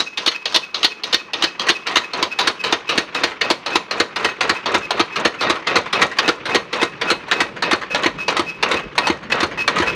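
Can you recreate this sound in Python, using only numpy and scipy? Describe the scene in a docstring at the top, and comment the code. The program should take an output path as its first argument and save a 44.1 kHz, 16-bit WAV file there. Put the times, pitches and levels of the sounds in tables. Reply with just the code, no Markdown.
"""A mechanical power hammer forges hot steel in a workshop, close to a small microphone.
Slack linkage clanks, spring arms slap and the dies meet in noisy chatters that ring modes; the anvil thuds.
Rattling guides are shaped noise with clicks, and the drive belt squeals once a turn of the flywheel as a tone.
The drive and the low roar of the forge are lumpy noise beneath; a short workshop echo follows the hammer."""
import sys
import numpy as np
from scipy import signal
from scipy.fft import rfft, irfft
from scipy.io import wavfile
from scipy.ndimage import uniform_filter1d

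SR = 44100
rng = np.random.default_rng(int(sys.argv[2]) if len(sys.argv) > 2 else 0)


def pcm_store(signal):
    """Save signal as 16-bit PCM."""
    levels = np.round(np.clip(np.atleast_2d(signal), -1, 1) * 32767)
    wavfile.write(sys.argv[1], SR, levels.astype(np.int16).T)


N = 438794
SIZE = 8192  # samples in one knock, thud or squeal
HZ = np.fft.rfftfreq(SIZE, 1 / SR)
T = np.arange(SIZE) / SR


def amp(db):
    """dB to gain."""
    return 10 ** (np.asarray(db) / 20)


def evened(x, count=None):
    """Scales to rms 1 over the first samples."""
    return x / np.sqrt(np.mean(x[:count] ** 2) + 1e-20)


def read(points, hz):
    """Reads a table on a log-frequency axis."""
    f, value = np.transpose(points)
    return np.interp(np.log(hz + 1), np.log(f + 1), value)


def along(curve, s):
    """Reads a curve in time."""
    return np.interp(s, *np.transpose(curve))


def add(mix, s, sound):
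    """Mixes a sound in at time s, cut at the ends of the mix."""
    at = round(s * SR)
    part, sound = mix[max(at, 0):at + len(sound)], sound[max(-at, 0):]
    part += sound[:len(part)]


def rings(modes):
    """Spectrum of each mode, a sine dying by 60 dB in its t60."""
    return np.array([rfft(amp(db - 60 * T / t60) * np.sin(2 * np.pi * hz * T)) for hz, db, t60 in modes])


def causal(colour):
    """Minimum-phase spectrum of a colour, so its energy comes at the onset."""
    log_gain = np.log(amp(read(colour, HZ)))
    mirrored = np.r_[log_gain, log_gain[-2:0:-1]]
    return np.exp(np.conj(signal.hilbert(mirrored))[:len(HZ)])


def noise(colour_db, patchy_db, flicker_db, size):
    """Random short-time spectra with patches and wide flicker; colour_db(hz, t) gives the field."""
    hop = size // 4
    frames = N // hop + 5
    hz, t = np.fft.rfftfreq(size, 1 / SR), np.arange(frames) * hop / SR
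    a, b, patches = rng.standard_normal((frames, len(hz), 3)).T
    patches = uniform_filter1d(patches, size=4, axis=0)
    patches = evened(uniform_filter1d(patches, size=8, axis=1))
    flicker = evened(uniform_filter1d(rng.standard_normal(frames), size=3))
    level_db = colour_db(hz[:, None], t) + patchy_db * patches + flicker_db * flicker
    z = (a + 1j * b) * amp(level_db)
    return signal.istft(z, nperseg=size, noverlap=size - hop)[1][:N]


# slack linkage taken up as the ram is driven down: (t/s, clank level/dB, chatter scale/s, guide rattle level/dB)
CLANKS = [(-.1, -29, .015, -31), (.172, -31, 0.021, -34), (.455, -27.5, 0.012, -34.5),
          (.743, -28.5, .013, -32.5), (1.035, -30, 0.01, -35.5), (1.333, -27.5, 0.011, -31),
          (1.594, -24.5, 0.019, -28), (1.867, -25, 0.013, -28), (2.134, -26, 0.0096, -26),
          (2.387, -18.5, 0.023, -26), (2.637, -24, 0.027, -26), (2.89, -22, 0.022, -25),
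          (3.145, -24.5, 0.027, -26), (3.41, -18.5, 0.016, -25.5), (3.66, -24, 0.023, -27.5),
          (3.909, -21.5, 0.014, -26.5), (4.159, -22.5, 0.0088, -25.5), (4.407, -15.5, 0.018, -24.5),
          (4.657, -20, 0.019, -22), (4.906, -16, 0.0092, -26.5), (5.157, -22, 0.017, -24),
          (5.408, -22, 0.023, -21), (5.669, -18.5, 0.011, -20.5), (5.927, -18, .014, -20.5),
          (6.186, -11.5, 0.0082, -24.5), (6.454, -25, 0.02, -25), (6.728, -22, 0.013, -24.5),
          (7.012, -21, 0.014, -25), (7.312, -14, 0.014, -25.5), (7.622, -18, 0.014, -23.5),
          (7.945, -16, 0.016, -26), (8.28, -16.5, 0.016, -23.5), (8.626, -15.5, 0.0095, -22),
          (8.979, -11.5, 0.0086, -25.5), (9.32, -16.5, 0.01, -22), (9.677, -11.5, 0.0095, -25.5)]
# spring arms slapping at the foot of the stroke: (t/s, level/dB)
SLAPS = [(.261, -22.5), (.544, -21), (0.83, -23), (1.127, -22.5), (1.422, -20), (1.686, -15), (1.956, -14),
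         (2.226, -16), (2.471, -16), (2.724, -14.5), (2.977, -14.5), (3.235, -14.5), (3.501, -15.5),
         (3.754, -16), (3.999, -14), (4.245, -15), (4.493, -13), (4.743, -14), (4.994, -16.5),
         (5.249, -13.5), (5.497, -14.5), (5.756, -13.5), (6.015, -14.5), (6.278, -14.5), (6.545, -13),
         (6.814, -18.5), (7.101, -13), (7.403, -13), (7.711, -15), (8.033, -19), (8.366, -17), (8.712, -16),
         (9.069, -15), (9.403, -17), (9.781, -18.5)]
# ram landing on the hot bar: (t/s, dies level/dB, anvil thud level/dB)
BLOWS = [(0, -23.5, -34), (.273, -22, -25.5), (.559, -19, -24.5), (.844, -19, -26.5), (1.142, -19.5, -25.5),
         (1.437, -19.5, -23), (1.697, -16, -21.5), (1.967, -16, -23), (2.226, -30, -22),
         (2.476, -17.5, -26), (2.726, -24, -23.5), (2.982, -22.5, -23.5), (3.239, -26, -24.5),
         (3.507, -16.5, -17.5), (3.755, -16, -18), (4.002, -19, -21), (4.249, -23, -23), (4.499, -31, -21),
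         (4.748, -19, -19.5), (5, -14, -15), (5.253, -16.5, -15.5), (5.502, -20.5, -19), (5.764, -16, -27),
         (6.024, -14, -24), (6.287, -14, -16.5), (6.554, -13, -19.5), (6.827, -15.5, -15.5),
         (7.113, -18, -18), (7.415, -25, -22.5), (7.729, -15, -16), (8.059, -14.5, -14),
         (8.393, -17.5, -17), (8.74, -22, -22.5), (9.099, -18.5, -13.5), (9.429, -16.5, -17.5),
         (9.799, -23, -16.5)]
# loose parts tapping between the strokes: (t/s, level/dB)
TAPS = [(.312, -33), (0.497, -42), (.521, -32.5), (1.666, -23.5), (1.909, -28), (1.972, -29), (2.015, -34),
        (2.164, -40), (3.273, -29.5), (3.306, -34), (3.701, -28), (4.196, -30), (4.287, -25),
        (4.549, -28.5), (4.971, -29), (5.34, -33.5), (5.554, -26.5), (5.697, -26), (5.722, -36),
        (5.857, -30), (5.972, -38), (5.99, -27), (6.113, -26.5), (6.167, -30), (6.228, -25.5), (6.492, -25),
        (7.08, -26), (7.281, -28.5), (7.562, -31.5), (7.812, -27), (7.905, -28), (8.183, -31.5),
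        (8.691, -33), (8.768, -29), (8.789, -28.5), (8.932, -50), (8.952, -31), (9.021, -45), (9.229, -35),
        (9.298, -25.5), (9.38, -37), (9.512, -30), (9.574, -26.5), (9.758, -20.5), (9.82, -18.5),
        (9.86, -26), (9.872, -22)]
# brightness, added to the level of the links over the frame: (t/s, level/dB)
BRIGHT = [(0, 10), (1.1, 9.5), (1.7, 3), (2.6, 2), (4, 0.5), (4.6, -3.5), (5.6, -2.5), (6.3, -3),
          (7.3, -3.5), (8.3, -3.5), (9.95, -3.5)]
# tone of each kind of knock: (links level/dB and tick level/dB over the frame, favoured ring f/Hz,
# its rise in Hz per dB of positive brightness, ring level/dB, bass edge f/Hz)
CLANK_TONE = (1, -15, 2903, 95, 5.5, 253)
SLAP_TONE = (-1, -14, 3683, 8, -7, 123)
DIE_TONE = (-0.5, -14, 4306, -1.5, 5, 100)
TAP_TONE = (-8, -19.5, 1602, 5, -16, 200)
SLAP_S, DIE_S, TAP_S = 0.011, 0.0092, 0.021  # chatter scales; the slap's is a base
SLAP_PER_WAIT = 0.16  # a slap chatters longer when the blow comes late (s per s)
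TICK_SHARE = 0.66  # of the brightness that the tick follows


def contacts_made():
    """Every knock with its levels, chatter and ring, toned by its kind and the brightness of the moment."""
    rows = [(s, db, chatter, *CLANK_TONE) for s, db, chatter, _ in CLANKS]
    for (s, db), blow in zip(SLAPS, BLOWS[1:]):
        wait = blow[0] - s - .01
        rows.append((s, db, SLAP_S + SLAP_PER_WAIT * wait, *SLAP_TONE))
    rows += [(s, db, DIE_S, *DIE_TONE) for s, db, _ in BLOWS]
    rows += [(s, db, TAP_S, *TAP_TONE) for s, db in TAPS]
    s, frame_db, chatter, links_over, tick_over, ring_hz, rise_hz, ring_db, edge_hz = np.transpose(rows)
    bright = along(BRIGHT, s)
    links_db = frame_db + links_over + bright
    tick_db = frame_db + tick_over + TICK_SHARE * bright
    ring_hz = ring_hz + rise_hz * np.maximum(bright, 0)
    return zip(s, links_db, frame_db, tick_db, chatter, ring_hz, ring_db, edge_hz)


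# modes of the frame, the links and the dies: (f/Hz, relative level/dB, t60/s)
FRAME = [(474, 0.5, 0.04), (622, -16.5, 0.074), (864, -27, 0.04), (1018, -1.5, 0.049), (1128, -6, 0.07),
         (1267, 1.5, 0.036), (1396, -1.5, 0.027), (1487, -13.5, 0.079), (1700, -22, 0.087),
         (1882, -4, 0.082), (2082, -6.5, 0.038)]
LINKS = [(2277, -4, 0.052), (2310, -4, 0.1), (2790, -37, 0.046), (2886, -5, 0.031), (3240, -12, 0.031),
         (3500, -13, 0.043), (3670, 13, 0.02), (3900, -1.5, 0.092), (3900, -1, 0.032), (4260, -4, 0.077),
         (4670, -2, 0.04), (5030, -22, 0.049), (5420, -6.5, 0.051)]
DIES = [(6417, 8.5, 0.035), (6680, -4, 0.034), (7600, -13, 0.057), (8200, -19, 0.033), (9580, -8, .03)]
# contact noise in the frame, in the links and as a sharp tick: (f/Hz, relative level/dB)
FRAME_CRACK = [(100, -33), (250, -6.5), (500, 0.5), (1000, 5), (2000, 4), (3000, -5.5), (5000, -54.5)]
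LINK_CRACK = [(800, -43), (1800, -1.5), (2600, 5.5), (4300, 9), (6000, -10.5), (9000, -43)]
TICK = [(3500, -41.5), (6000, 4.5), (9500, -9.5), (12000, -26), (15500, -31)]
LINK_TILT = 0.13  # brighter knocks reach the higher links (dB per octave for each dB of brightness)
FAVOURED_T60_S = 0.075


def knocks():
    """Each knock is a short chatter of contacts that rings frame, links and dies, a little differently each time."""
    out, frame, links, dies = np.zeros(N), rings(FRAME), rings(LINKS), rings(DIES)
    frame_crack, link_crack, tick = causal(FRAME_CRACK), causal(LINK_CRACK), causal(TICK)
    fade = np.clip((T[-1] - T) / .06 - .3, 0, 1)
    onset = 1 - np.exp(-(T / 0.0025) ** 2)
    for s, links_db, frame_db, tick_db, chatter, ring_hz, ring_db, edge_hz in contacts_made():
        draw = rng.standard_normal((4, SIZE))
        bursts = evened(uniform_filter1d(draw[3], size=70))  # contacts come in clumps
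        contacts = draw[0] * amp(4.77 * draw[1] + 2.07 * bursts) * onset
        # the place struck sets each mode's share and sign
        spot = amp(2.4 * np.tanh(draw[2])) * np.sign(draw[0])
        # each knock favours other bands
        shade = amp(2.03 * evened(uniform_filter1d(draw[3, :len(HZ)], size=90)))
        dying = np.exp(-(T / max(1.13 * chatter, .002)) ** 1.096)
        push = shade * rfft(contacts * dying)
        quick_dying = np.exp(-T / max(0.72 * chatter, .002))
        quick = shade * rfft(contacts * amp(5.1 * draw[2]) * quick_dying)

        bass_cut = HZ ** 2 / (HZ ** 2 + edge_hz ** 2)
        frame_ring = spot[:len(FRAME)] @ frame + amp(35) * frame_crack
        low = irfft(push * bass_cut * frame_ring)

        octaves = np.log2(np.clip(HZ, 2000, 6000) / 3300)
        tilt = amp(LINK_TILT * (links_db - frame_db - 7) * octaves)
        favoured = rings([(ring_hz, ring_db, FAVOURED_T60_S)])[0]
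        mid = irfft(tilt * push * (spot[-len(LINKS):] @ links + favoured + amp(39) * link_crack))

        die_ring = amp(-38.5) * spot[len(FRAME):][:len(DIES)] @ dies
        high = irfft(quick * (die_ring + tick))

        sound = amp(frame_db) * evened(low, count=400)
        sound += amp(links_db) * evened(mid, count=400)
        sound += amp(tick_db) * evened(high, count=400)
        add(out, s - .001, sound * fade)
    return out


# modes of the anvil block: (f/Hz, relative level/dB, t60/s)
ANVIL = [(342.5, 11.5, 0.04), (225, -4.5, 0.065), (180, -18, 0.058), (413, -18, .05)]
# floor thump under a blow: (t/s, level/dB)
THUMP = [(0, -50), (2.2, -44), (5.2, -34.5), (7, -39), (9.95, -25.5)]


def blows():
    """A soft push through hot steel rings the anvil block; the floor thumps just after."""
    out, anvil = np.zeros(N), rings(ANVIL)
    push = rfft(np.sin(2 * np.pi * 300 * T) * np.exp(-((T - .004) / 0.0022) ** 2))
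    for s, _, thud_db in BLOWS:
        draw = rng.standard_normal(len(ANVIL) + 1)
        thud = irfft(push * (amp(1.6 * draw[1:]) @ anvil))
        add(out, s - .002, amp(thud_db) * evened(thud, count=500))
        since = T - .016  # from the thump's peak
        thump_hz = 85 * (1 + 0.07 * draw[0])
        thump = np.cos(2 * np.pi * thump_hz * since) * np.exp(-(since / 0.015) ** 2)
        add(out, s, amp(along(THUMP, s)) * evened(thump, count=1200))
    return out


# noise colour of the rattle: (f/Hz, relative level/dB)
GUIDE_COLOUR = [(59, -44), (100, -32), (416, 10.5), (849, 1.5), (1050, 7), (2320, -3), (2520, 3.5),
                (2920, -6.5), (6480, -30), (6910, -48), (15000, -82)]
# rattle dying away after the hold: (f/Hz, t60/s)
SETTLING = [(150, 0.47), (600, 0.21), (2500, 0.069), (6000, 0.36), (14000, 0.17)]
RATTLE_HOLD_S = 0.027  # held past the blow
RATTLE_TILT_DB, TILT_PER_BRIGHT = 5.5, 0.96  # treble tilt per octave above 2 kHz; more per dB of brightness
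PINGS_PER_S, PINGS_DB = 73, 3.5  # sparse sharp ticks in the rattle; gain over its level


def guides():
    """The ram rattles in its guides from clank to blow, then each band settles at its own speed."""
    def field_db(hz, t):
        """Sums the rattle of all strokes over frequency and time."""
        power = np.full((len(hz), len(t)), 1e-12)
        for (s, _, _, db), (blow, _, _) in zip(CLANKS, BLOWS):
            treble_db = RATTLE_TILT_DB + TILT_PER_BRIGHT * along(BRIGHT, s)
            tilt_db = treble_db * np.clip(np.log2(hz / 2000 + 1e-9), 0, 2)
            on = slice(*np.searchsorted(t, [s + .006, s + .5]))
            after = np.maximum(t[on] - blow - RATTLE_HOLD_S, 0)
            settling_db = 60 * after / read(SETTLING, hz)
            slow_fall_db = 6.3 * (t[on] - s)
            power[:, on] += amp(db + tilt_db - settling_db - slow_fall_db) ** 2
        return read(GUIDE_COLOUR, hz) + 10 * np.log10(power)

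    even_field = noise(lambda hz, t: read(GUIDE_COLOUR, hz) + 0 * t, patchy_db=-0.5, flicker_db=1.0, size=256)
    unit = np.std(even_field)
    hiss = amp(-1) * noise(field_db, patchy_db=2.0, flicker_db=1.5, size=256) / unit

    # about 500 contacts a second ring the frame and links
    click_level = np.sqrt(abs(uniform_filter1d(hiss ** 2, size=300)))
    clicks = rng.standard_normal(N) * (rng.random(N) < 500 / SR) * click_level
    body = irfft(rings(FRAME).sum(0) + amp(-11) * rings(LINKS).sum(0))
    body = signal.lfilter(signal.windows.hann(9), 1, body)  # a contact takes a moment
    body_clicks = amp(14.5) * signal.oaconvolve(clicks, body / np.linalg.norm(body))[:N]

    ping_level = np.sqrt(abs(uniform_filter1d(hiss ** 2, size=600)))
    pings = rng.standard_normal(N) * (rng.random(N) < PINGS_PER_S / SR) * ping_level
    burst = rng.standard_normal(SIZE) * np.exp(-T / 0.0053)
    ping = irfft(causal(TICK) * rfft(burst))[:1000]
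    sharp_ticks = amp(PINGS_DB) * signal.oaconvolve(pings, ping / np.linalg.norm(ping))[:N]
    return hiss + sharp_ticks + body_clicks


# belt slips, once a turn of the flywheel: (t/s near the peak, level/dB, length scale/s)
SQUEALS = [(0.077, -27, .02), (0.359, -26, .022), (0.641, -28.5, .024), (.92, -31, .028), (1.2, -32, .025),
           (1.483, -29.5, .022), (1.762, -26.5, .019), (2.05, -30, .025), (2.326, -24, .023),
           (2.608, -25, .022), (2.894, -26, .032), (3.173, -23.5, .02), (3.451, -27.5, .043),
           (3.743, -24, .042), (4.018, -33, .03), (4.295, -29, .047), (4.573, -30, .03), (4.846, -28, .04),
           (5.138, -33.5, .046), (5.399, -27.5, .02), (5.7, -27.5, .04), (5.966, -24, .027),
           (6.262, -24.5, .031), (6.528, -26.5, .033), (6.808, -23, .016), (7.088, -24, .032),
           (7.379, -28.5, .07), (7.656, -26.5, .035), (7.929, -24, .038), (8.216, -25.5, .053),
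           (8.492, -24.5, .04), (8.774, -24.5, .021), (9.054, -24.5, .045), (9.326, -15.5, .015),
           (9.611, -19.5, .047), (9.89, -19.5, .037)]
# whine left after a slip, relative to the squeal: (t/s, level/dB)
TRAIL = [(0, -14), (2.4, -13), (2.7, -14), (4, -22), (4.4, -14), (5.5, -24), (7.5, -9), (8.2, -14),
         (8.9, -16), (9.3, -24), (9.95, -10)]
# belt scuffing on iron: (f/Hz, relative level/dB)
SCUFF = [(600, -13), (1500, 7), (3500, 1), (5250, 2), (6500, -7.5), (8300, -19.5), (11000, -30),
         (16000, -60)]
SQUEAL_HZ, SHARPER_HZ_PER_DB, WAVER = 2538, .9, .004  # pitch of a -54 dB squeal; its rise; rms share of pitch
RISE_SHARE = .55  # of a slip's length
TRAIL_DB_PER_S = 82  # fall of the whine
AGAIN_S, AGAIN_DB, AGAIN_LENGTH_S = .064, -5, 0.017  # second swell: after the peak, over the trail, width
OCTAVE_DB = -25  # second partial of the squeal


def belt():
    """Stick-slip locks onto one pulley mode, a little sharper when louder; it scuffs, and a faint whine trails."""
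    out = np.zeros(N)
    for s, db, length in SQUEALS:
        rise, fall = RISE_SHARE * length, (1 - RISE_SHARE) * length
        draw = rng.standard_normal((3, SIZE))
        waver, grip = (evened(uniform_filter1d(v, size=120)) for v in draw[:2])
        pitch_hz = (SQUEAL_HZ + SHARPER_HZ_PER_DB * (db + 54)) * (1 + WAVER * waver)
        turns = np.cumsum(pitch_hz) / SR

        since = T - 1.27 * rise  # from the peak
        trail_db = along(TRAIL, s)
        slip = amp(-8.5 * np.where(since < 0, since / rise, since / fall) ** 2)
        again = amp(trail_db + AGAIN_DB - 8.5 * ((since - AGAIN_S) / AGAIN_LENGTH_S) ** 2)
        trail = amp(trail_db - TRAIL_DB_PER_S * since) * np.clip(since / fall, 0, 1)
        trail = trail * signal.windows.tukey(SIZE, .2)

        scuff = evened(irfft(rfft(draw[2]) * amp(read(SCUFF, HZ))))
        tone = np.sin(2 * np.pi * turns) + amp(OCTAVE_DB) * np.sin(2 * np.pi * 2 * turns)
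        squeal = tone + amp(-14) * scuff
        add(out, s - 1.3 * rise, np.sqrt(2) * amp(db + 2.65 * grip) * (slip + again + trail) * squeal)
    return out


# workshop echo dying away: (f/Hz, t60/s)
SHOP = [(150, 0.15), (600, 0.38), (2000, 0.25), (6000, 0.25), (14000, 0.32)]


def shop(x):
    """Workshop echo: sparse taps of random sign, each band dying at its own speed."""
    taps = np.zeros(SR // 2)
    at = np.arange(200, len(taps) - 20, 20)
    taps[at + rng.integers(0, 20, len(at))] = rng.choice([-1., 1.], len(at))
    hz, t, z = signal.stft(taps, SR, nperseg=256)
    dying = amp(-60 * t / read(SHOP, hz)[:, None])
    tail = signal.istft(z * dying, SR, nperseg=256)[1]
    return signal.oaconvolve(x, tail / np.linalg.norm(tail))[:N]


def steady(level, colour, size):
    """Lumpy noise of one colour on a slow level."""
    wash = noise(lambda hz, t: read(colour, hz) + 0 * t, patchy_db=2.0, flicker_db=2.9, size=size)
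    return amp(along(level, np.arange(N) / SR)) * evened(wash)


# drive running, before the mix: (t/s, level/dB)
IDLE = [(0.0, -35), (2.44, -26), (4.04, -28.5), (4.6, -24.5), (9.39, -29), (9.95, -18)]
# its noise colour: (f/Hz, relative level/dB)
IDLE_COLOUR = [(120, -37), (200, -9), (363, 7.5), (659, -4.5), (1040, 6.5), (1570, 2), (2510, 2),
               (6190, -22), (15000, -72)]


def drive():
    """The running drive is broad machine noise."""
    return steady(IDLE, IDLE_COLOUR, size=512)


# forge roar, before the mix: (t/s, level/dB)
ROAR = [(0.0, -50), (9.42, -31), (9.95, -22.5)]
# its noise colour: (f/Hz, relative level/dB)
ROAR_COLOUR = [(20, 6), (40, 15.5), (80, -3.5), (184, 6.5), (300, -2), (600, -1), (900, -43.5),
               (2000, -100)]


def forge():
    """The forge roars as low noise."""
    return steady(ROAR, ROAR_COLOUR, size=2048)


def scene():
    """Hammer and belt with their echo, guides, drive and forge."""
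    hammer = knocks() + blows() + belt()
    machine = hammer + amp(-14.5) * shop(hammer) + guides()
    return (machine + amp(-9.5) * drive() + amp(-2.5) * forge())[None]


MIC_HZ = 115  # the small capsule loses bass below this
OVERLOAD = 1.25  # ceiling of the soft overload, in sample amplitude
EDGE_HZ = 15735  # upper band limit


def record(dry):
    """The capsule loses bass, the loudest peaks overload; then the band limit."""
    thin = signal.sosfilt(signal.butter(2, MIC_HZ, "high", fs=SR, output="sos"), dry)
    held = OVERLOAD * np.tanh(thin / OVERLOAD)
    band = signal.firwin(1023, EDGE_HZ, window=("kaiser", 9), fs=SR)
    return signal.oaconvolve(held, band[None], "same")


dry = scene()
out = record(dry)
pcm_store(out)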